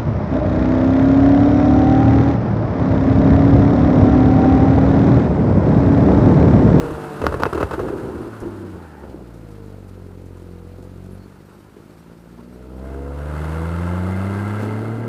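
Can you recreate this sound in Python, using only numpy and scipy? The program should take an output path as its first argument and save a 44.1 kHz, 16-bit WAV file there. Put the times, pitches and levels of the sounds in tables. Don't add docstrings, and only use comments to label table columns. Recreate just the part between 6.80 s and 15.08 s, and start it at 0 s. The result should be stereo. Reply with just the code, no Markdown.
import sys
import numpy as np
from scipy import signal
from scipy.fft import rfft, irfft
from scipy.io import wavfile
from scipy.ndimage import uniform_filter1d

SR = 44100
rng = np.random.default_rng(int(sys.argv[2]) if len(sys.argv) > 2 else 0)


def generate_wav(signal):
    frames = np.transpose(np.atleast_2d(signal))
    scaled = np.clip(frames, -1, 1) * 32767
    pcm = np.round(scaled).astype(np.int16)
    wavfile.write(sys.argv[1], SR, pcm)


N = 365148
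TIME = np.arange(N) / SR
MID_REVS_HZ = 80
THROTTLE_OPENS_S, THROTTLE_OPEN_S = 5.005, 5.9
BROKEN_ROAD_START_S, BROKEN_ROAD_END_S = 1.9, 4.4
EDGE_HZ = 15300


def amp(db):
    return 10 ** (np.asarray(db) / 20)


def unit(x):
    return x / np.sqrt(np.mean(x ** 2) + 1e-20)


def curves(rows):
    s, *columns = np.transpose(rows)
    return [np.interp(TIME, s, column) for column in columns]


def read(points, hz):
    f, value = np.transpose(points)
    return np.interp(np.log(hz + 1), np.log(f), value)


def add(mix, s, sound):
    part = mix[max(round(s * SR), 0):][:len(sound)]
    part += sound[:len(part)]


def ringing(points, size=4096):
    log_gain = np.log(amp(read(points, abs(np.fft.fftfreq(size, 1 / SR)))))
    return np.fft.ifft(np.exp(np.conj(signal.hilbert(log_gain)))).real[:size // 2]


def colour(x, points):
    response = ringing(points)
    return signal.oaconvolve(x, response / np.linalg.norm(response))[:len(x)]


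def resonate(x, hz, width):
    return signal.lfilter(*signal.iirpeak(min(hz, SR / 2 - 1), hz / width, SR), x)


def bandpass(x, order, low_hz, high_hz):
    return signal.sosfilt(signal.butter(order, [low_hz, high_hz], "band", fs=SR, output="sos"), x)


def wander(rate_hz):
    steps = rng.standard_normal(N // 40)
    return unit(np.interp(TIME * rate_hz, np.arange(len(steps)), steps))


# time in seconds, firing rate of one cylinder bank in Hz.
ENGINE_SPEED = [(0, 157.2), (.37, 146.2), (1.1, 128.5), (1.52, 111.2), (1.93, 92), (2.2, 70.4),
                (2.36, 62.6), (2.75, 51.56), (3.1, 46.26), (3.83, 43.4), (4.1, 45.99), (4.6, 48.07),
                (5.65, 59.73), (6.15, 67.7), (6.58, 76.2), (7.1, 88.36), (7.7, 102.7), (8.28, 115.6)]


def engine_speed():
    return curves(ENGINE_SPEED)[0]


def crank(jitter=0.0025):
    hz = engine_speed()
    return hz, np.cumsum(hz * (1 + jitter * wander(30))) / SR


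def with_revs(db_per_octave):
    return amp(db_per_octave * np.log2(engine_speed() / MID_REVS_HZ))


# time in seconds, strength of the exhaust pulses in dB.
PULSE_STRENGTH = [(0, -6.5), (1.2, -11.5), (1.85, -12.5), (2.1, -19.5), (2.4, -15.5), (4.1, -17),
                  (4.38, -15.5), (4.55, -28), (5.2, -30), (5.65, -22), (6.05, -6.5), (6.6, -2), (7.4, 0.5),
                  (8.28, 0.5)]


def engine_load():
    return curves(PULSE_STRENGTH)[0]


def throttle():
    return np.clip((TIME - THROTTLE_OPENS_S) / (THROTTLE_OPEN_S - THROTTLE_OPENS_S), 0, 1)


# time in seconds, relative strength in dB.
AIR_DRAWN = [(5.7, -75), (5.73, -53), (5.94, -54), (6.07, -41.5), (6.22, -44), (6.61, -32.5), (7.82, -32.5),
             (8.25, -40)]


def airflow():
    return throttle() * amp(curves(AIR_DRAWN)[0])


def gusts(turns, depth, lumpy_db):
    swell = unit((1 + depth * np.cos(2 * np.pi * turns)) * amp(lumpy_db * wander(110)))
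    return swell * rng.standard_normal(N)


# start in seconds, length in seconds, then relative levels in dB of drone, burble and growl.
SPUTTER_SPELLS = [(0, 0.097, -27, -30, -31.5), (0.105, 0.03, -39, -28, -60), (0.4, 0.18, -37, -25, -43),
                  (0.745, 0.12, -31.5, -34, -34), (0.972, 0.5, -26, -34.5, -28.5),
                  (1.615, 0.074, -30, -34, -29.5), (1.718, 0.21, -54, -57, -35),
                  (1.928, 0.047, -36.5, -45, -52), (2.22, 0.2, -35, -44, -42)]


def sputters(attack_s=0.0054, release_s=0.022, sag_db_per_s=9.5):
    gains = np.zeros((3, N))
    for start, length, *levels_db in SPUTTER_SPELLS:
        t = np.maximum(TIME - start, 0)
        attack = np.minimum(t / attack_s, 1)
        release = np.exp(-np.maximum(t - length, 0) / release_s)
        gains += amp(levels_db)[:, None] * attack * amp(-sag_db_per_s * t) * release
    return gains


# frequency in Hz, level in dB at 0 dB load.
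SILENCER_BOOM = [(44, -30.5), (66, -26.5), (90, -23), (112, -26.5), (135, -36.5), (155, -28), (185, -25.5),
                 (225, -33), (300, -41)]
# frequency in Hz, relative level in dB.
PIPE_SPECTRUM = [(130, -48), (175, -41.5), (235, -48.5), (300, -45.5), (400, -45), (490, -39), (555, -45.5),
                 (740, -46.5), (900, -72), (1500, -64), (2600, -98)]
# frequency in Hz, relative level in dB.
UNEVEN_SPECTRUM = [(60, -73), (210, -50.5), (310, -48.5), (430, -59), (600, -57.5), (2600, -92)]
# multiple of the firing rate, offset in dB coasting, offset in dB on the throttle.
BANK_BLEND = [(3, -1, -0.5), (4, 1, 2.5), (5, 1, -5.5), (6, 0, -2.5), (7, -12, -0.5), (8, 1, -6),
              (9, 1.5, -4.5), (10, -6.5, 0), (11, 0.5, -15), (12, -5, -9)]


def exhaust_note(hz, turns, pipe_db=3, uneven_db=4, waver_db=2.72, brighten=0.99, shake_db_per_octave=7,
                 rasp_hz=108, rasp_full_hz=680, rasp_db_per_octave=22, pull_db_per_octave=-9,
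                 scatter_cycles=.45, count=60):
    load = engine_load()
    note = sum(amp(load + read(SILENCER_BOOM, k * hz)) * np.cos(2 * np.pi * k * turns) for k in (1, 2))
    coarse, hz, load, opened = TIME[::64], hz[::64], load[::64], throttle()[::64]
    octaves = np.log2(hz / MID_REVS_HZ)
    rasp = (1 - opened) * rasp_db_per_octave * np.maximum(np.log2(hz / rasp_hz), 0)
    pull = opened * pull_db_per_octave * octaves
    multiples, coasting, pulling = np.transpose(BANK_BLEND)
    for k in range(4, count):
        order = k / 3
        if order == 2:
            continue
        line_hz = order * hz
        if order.is_integer():
            banks = (1 - opened) * np.interp(order, multiples, coasting)
            banks = banks + opened * np.interp(order, multiples, pulling)
            level = read(PIPE_SPECTRUM, line_hz) + pipe_db + banks + pull
            level = level + rasp * np.minimum(line_hz / rasp_full_hz, 1)
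            lag = scatter_cycles * (rng.random() - .5)
        else:
            level = read(UNEVEN_SPECTRUM, line_hz) + uneven_db + shake_db_per_octave * octaves
            lag = rng.random()
        level = level + load * np.minimum(line_hz / 450, 1.2) ** brighten
        level += waver_db * unit(uniform_filter1d(rng.standard_normal(len(coarse)), size=120))
        note += np.interp(TIME, coarse, amp(level)) * np.cos(2 * np.pi * (order * turns - lag))
    return np.sqrt(2) * note


# frequency in Hz, relative level in dB.
DRONE_SPECTRUM = [(40, -15.5), (110, -0.5), (230, -0.5), (340, 6), (420, -1), (520, -4), (650, -9.5),
                  (900, -12), (2000, -57.5)]


def gas_flow(turns, sputter, idle_db=-48, drone_db=-39.0, drone_db_per_octave=10, sputter_db=-2):
    driven = amp(drone_db + .7 * engine_load()) * with_revs(drone_db_per_octave)
    level = np.sqrt(amp(idle_db) ** 2 + driven ** 2 + (amp(sputter_db) * sputter) ** 2)
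    puffs = gusts(turns, depth=.7, lumpy_db=.9)
    return level * colour(puffs, DRONE_SPECTRUM)


def burble(sputter, burble_db=-1, idle_db=-56, burble_hz=72, width_hz=45):
    lumps = resonate(rng.standard_normal(N), burble_hz, width_hz)
    lumps = unit(resonate(lumps, burble_hz, 2 * width_hz))
    return np.hypot(amp(idle_db), amp(burble_db) * sputter) * lumps


def growl(sputter, centre_hz=290, rev_share=.58, width_hz=50, squash=0.5):
    hz = centre_hz * (1 - rev_share + rev_share * engine_speed() / MID_REVS_HZ)
    noise = rng.standard_normal(N) + 1j * rng.standard_normal(N)
    ragged = signal.lfilter(*signal.butter(2, width_hz, fs=SR), noise)
    ragged = ragged / (abs(ragged) + 1e-9) ** squash
    carrier = np.exp(2j * np.pi * np.cumsum(hz) / SR)
    return sputter * unit((ragged * carrier).real)


# frequency in Hz, relative level in dB.
RUSH_SPECTRUM = [(300, -12), (600, 0), (740, -5.5), (880, 2.5), (1130, -0.5), (1370, 2), (1600, -4),
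                 (1850, -10.5), (2400, -19.5), (2620, -14), (3000, -19.5), (4600, -25.5), (5900, -29.5),
                 (8800, -26), (12500, -31), (15000, -46)]


def rush(turns, road_db=-57, surface_db=1.0, coasting_db=-51.0, coasting_db_per_octave=17,
         pulling_db=-4, pulse_depth=0.24):
    road = amp(road_db + surface_db * wander(14))
    coasting = (1 - throttle()) * amp(coasting_db) * with_revs(coasting_db_per_octave)
    level = np.sqrt(road ** 2 + coasting ** 2 + (amp(pulling_db) * airflow()) ** 2)
    return level * colour(gusts(turns, pulse_depth * throttle(), lumpy_db=1.1), RUSH_SPECTRUM)


# frequency in Hz, relative level in dB.
HISS_SPECTRUM = [(900, 8.5), (2200, 10), (3400, 3.5), (4400, 5), (6000, -2), (8800, -2), (12800, -6.5),
                 (14500, -8)]
# frequency in Hz, left-right correlation from 0 to 1.
HISS_LIKENESS = [(1000, 1), (2500, 0.99), (4000, 0.96), (8000, 0.59), (13000, 0.45)]


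def hiss(turns, road_db=-61, coasting_db=-62, coasting_db_per_octave=9, pulling_db=-25, pulse_depth=0.17):
    pulsing = pulse_depth * np.minimum(amp(engine_load()), 1)
    same = np.clip(read(HISS_LIKENESS, np.fft.rfftfreq(N, 1 / SR)), 0, 1)
    mid, side = (rfft(colour(gusts(turns, pulsing, lumpy_db=1.5), HISS_SPECTRUM)) for _ in range(2))
    mid = irfft(mid, N)
    side = irfft(side * np.sqrt((1 - same) / (1 + same)), N)
    coasting = (1 - throttle()) * amp(coasting_db) * with_revs(coasting_db_per_octave)
    level = np.sqrt(amp(road_db) ** 2 + coasting ** 2 + (amp(pulling_db) * airflow()) ** 2)
    return level * np.array([mid + side, mid - side])


# start in seconds, sharp crack peak in dB, puff of gas in dB before colouring.
BANGS = [(0.105, -38, -26), (0.4162, -21, -14), (.440, -15, -14.5), (0.455, -26, -16.5), (0.4671, 3, -14.5),
         (.488, -19, -26), (.523, -15, -20), (.542, -10.5, -17), (.598, -23, -16), (0.621, -22, -13),
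         (0.635, 4, -16), (.655, -4.5, -12.5), (.728, -15, -13.5), (0.747, -20, -13.5), (.777, -12, -16.5),
         (0.801, -25, -18), (0.807, -11, -12.5), (0.8287, -4.5, -11), (0.91, -15, -12.5), (.931, -21, -14),
         (.941, -15, -20.5), (0.993, -15, -15), (1.085, -19.5, -25), (1.634, -34, -29.5), (2.232, -43, -35)]
# frequency in Hz, relative level in dB.
CRACK_SPECTRUM = [(30, -13), (150, -0.5), (550, -1.5), (850, -1), (1300, 2.5), (1650, -6), (2200, -12.5),
                  (3200, -16.5), (6000, -42), (15000, -38)]
# frequency in Hz, relative level in dB.
PUFF_SPECTRUM = [(25, -37), (70, 12), (200, 1.5), (450, 11.5), (750, -3), (1400, 0.5), (2100, -19.5),
                 (2700, -28), (3400, -32.5), (6000, -40.5), (15000, -41)]
# frequency in Hz, width in Hz, gain in dB.
TAILPIPE_MODES = [(878, 51, 1.5), (1423, 48, 5), (2070, 57, -4), (2600, 63, -1), (3630, 110, -21)]


def afterfire(rise_s=0.00087, decay_s=0.0088, dull_hz=1300, sharp_hz=8000, grain_db=2.0, ring_db=-8):
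    t = np.arange(SR // 10) / SR
    puff_shape = (1 - np.exp(-t / rise_s)) * np.exp(-t / decay_s)
    spike, cracks, puffs = ringing(CRACK_SPECTRUM), np.zeros(N), np.zeros(N)
    for s, crack_db, puff_db in BANGS:
        edge_hz = min(dull_hz + sharp_hz * amp(crack_db) ** 4, SR / 2 - 1)
        shock = signal.lfilter(*signal.butter(2, edge_hz, fs=SR), spike)
        add(cracks, s, -amp(crack_db) * shock / abs(shock).max())
        add(puffs, s, amp(puff_db) * puff_shape * rng.standard_normal(len(t)))
    puffs = puffs * unit(amp(grain_db * wander(500)))
    struck = puffs + amp(ring_db) * cracks
    ring = sum(amp(db) * resonate(struck, hz, width) for hz, width, db in TAILPIPE_MODES)
    return cracks + colour(puffs, PUFF_SPECTRUM) + ring


# start in seconds, relative level in dB.
FAINT_TICKS = [(1.6023, -36.5), (2.5394, -46), (2.712, -47), (2.86, -49), (3.08, -47), (3.458, -48),
               (3.57, -48), (3.619, -49), (4.0394, -48), (4.2394, -49)]


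def ticks(tick_db=-8, decay_s=0.013):
    t, out = np.arange(SR // 20) / SR, np.zeros(N)
    for s, db in FAINT_TICKS:
        add(out, s, amp(db + tick_db) * np.exp(-t / decay_s) * rng.standard_normal(len(t)))
    return bandpass(out, 3, 4500, 11500)


def grit(grit_db=-61, spread_db=3, per_s=14, decay_s=0.0048):
    on_stretch = (TIME > BROKEN_ROAD_START_S) * (TIME < BROKEN_ROAD_END_S)
    hits = (rng.random(N) < per_s / SR) * on_stretch
    sizes = hits * amp(grit_db + spread_db * np.minimum(rng.exponential(1, N), 2))
    envelope = signal.lfilter([1], [1, -np.exp(-1 / (decay_s * SR))], sizes + 1e-18)
    return bandpass(envelope * rng.standard_normal(N), 2, 900, 11500)


# start in seconds, length in seconds, frequency in Hz, width in Hz, level in dB.
BRIEF_WHISTLES = [(1.95, 0.33, 830, 160, -50), (1.95, .38, 1500, 550, -53), (4.3, .07, 10820, 1400, -64),
                  (4.38, .1, 4380, 400, -67), (5.573, .04, 880, 400, -51.5)]


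def whistles():
    out = np.zeros(N)
    for s, length, hz, width, db in BRIEF_WHISTLES:
        narrow = resonate(resonate(rng.standard_normal(SR), hz, width), hz, width)
        tone = unit(narrow[-int(length * SR):])
        add(out, s, amp(db) * tone * signal.windows.tukey(len(tone), .5))
    return out


# start in seconds, level in dB before colouring.
BODY_KNOCKS = [(3.983, -40), (4.964, -40.5), (4.98, -46), (5.093, -42), (5.31, -48), (5.586, -46),
               (7.795, -29), (7.823, -25.5)]
# frequency in Hz, relative level in dB.
BODY_SPECTRUM = [(50, -28), (150, 4.5), (380, 6), (700, -7.5), (1500, -23), (3000, -30), (9000, -37)]


def knocks(decay_s=0.032):
    t, out = np.arange(SR // 10) / SR, np.zeros(N)
    for s, db in BODY_KNOCKS:
        add(out, s, amp(db) * np.exp(-t / decay_s) * rng.standard_normal(len(t)))
    return colour(out, BODY_SPECTRUM)


# frequency in Hz, level in dB before the flutter.
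WHINE_TONES = [(5669, -78.5), (8430, -77), (11294, -78), (14099, -81)]


def whine(start_s=4.4, end_s=7.5, flutter_hz=35):
    gate = unit(np.maximum(wander(flutter_hz), 0)) * (TIME > start_s) * (TIME < end_s)
    return gate * sum(amp(db) * np.cos(2 * np.pi * hz * TIME) for hz, db in WHINE_TONES)


# frequency in Hz, width in Hz, relative level in dB.
INTAKE_CAVITIES = [(872, 54, -4), (1347, 105, -1.5), (1578, 55, -4.5), (2072, 110, -6), (2690, 450, -14.5),
                   (3300, 110, -25), (4300, 440, -22)]


def intake(turns, intake_db=-10, intake_db_per_octave=12):
    gulps = gusts(turns, depth=.95, lumpy_db=1)
    roar = np.zeros(N)
    for hz, width, db in INTAKE_CAVITIES:
        roar += amp(db) * unit(resonate(resonate(gulps, hz, width), hz, 2 * width))
    return amp(intake_db) * airflow() * with_revs(intake_db_per_octave) * unit(roar)


def microphones(x, self_noise_db=-68, apart_db=-8, bass_cut_hz=3):
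    noise = rng.standard_normal(N) + amp(apart_db) * rng.standard_normal((2, N))
    left = signal.lfilter(*signal.butter(1, bass_cut_hz, "high", fs=SR), x[0])
    return np.array([left, x[1]]) + amp(self_noise_db) * noise


def scene():
    hz, turns = crank()
    droning, burbling, growling = sputters()
    exhaust = exhaust_note(hz, turns) + gas_flow(turns, droning)
    exhaust = exhaust + burble(burbling) + growl(growling) + afterfire()
    air_and_road = intake(turns) + rush(turns) + hiss(turns) + knocks() + grit()
    return exhaust + air_and_road + ticks() + whistles() + whine()


def record(dry):
    clipped = np.clip(microphones(dry), -1, 1)
    lowpass = signal.firwin(511, EDGE_HZ, window=("kaiser", 9), fs=SR)
    return signal.oaconvolve(clipped, lowpass[None], "same")


dry = scene()
out = record(dry)
generate_wav(out)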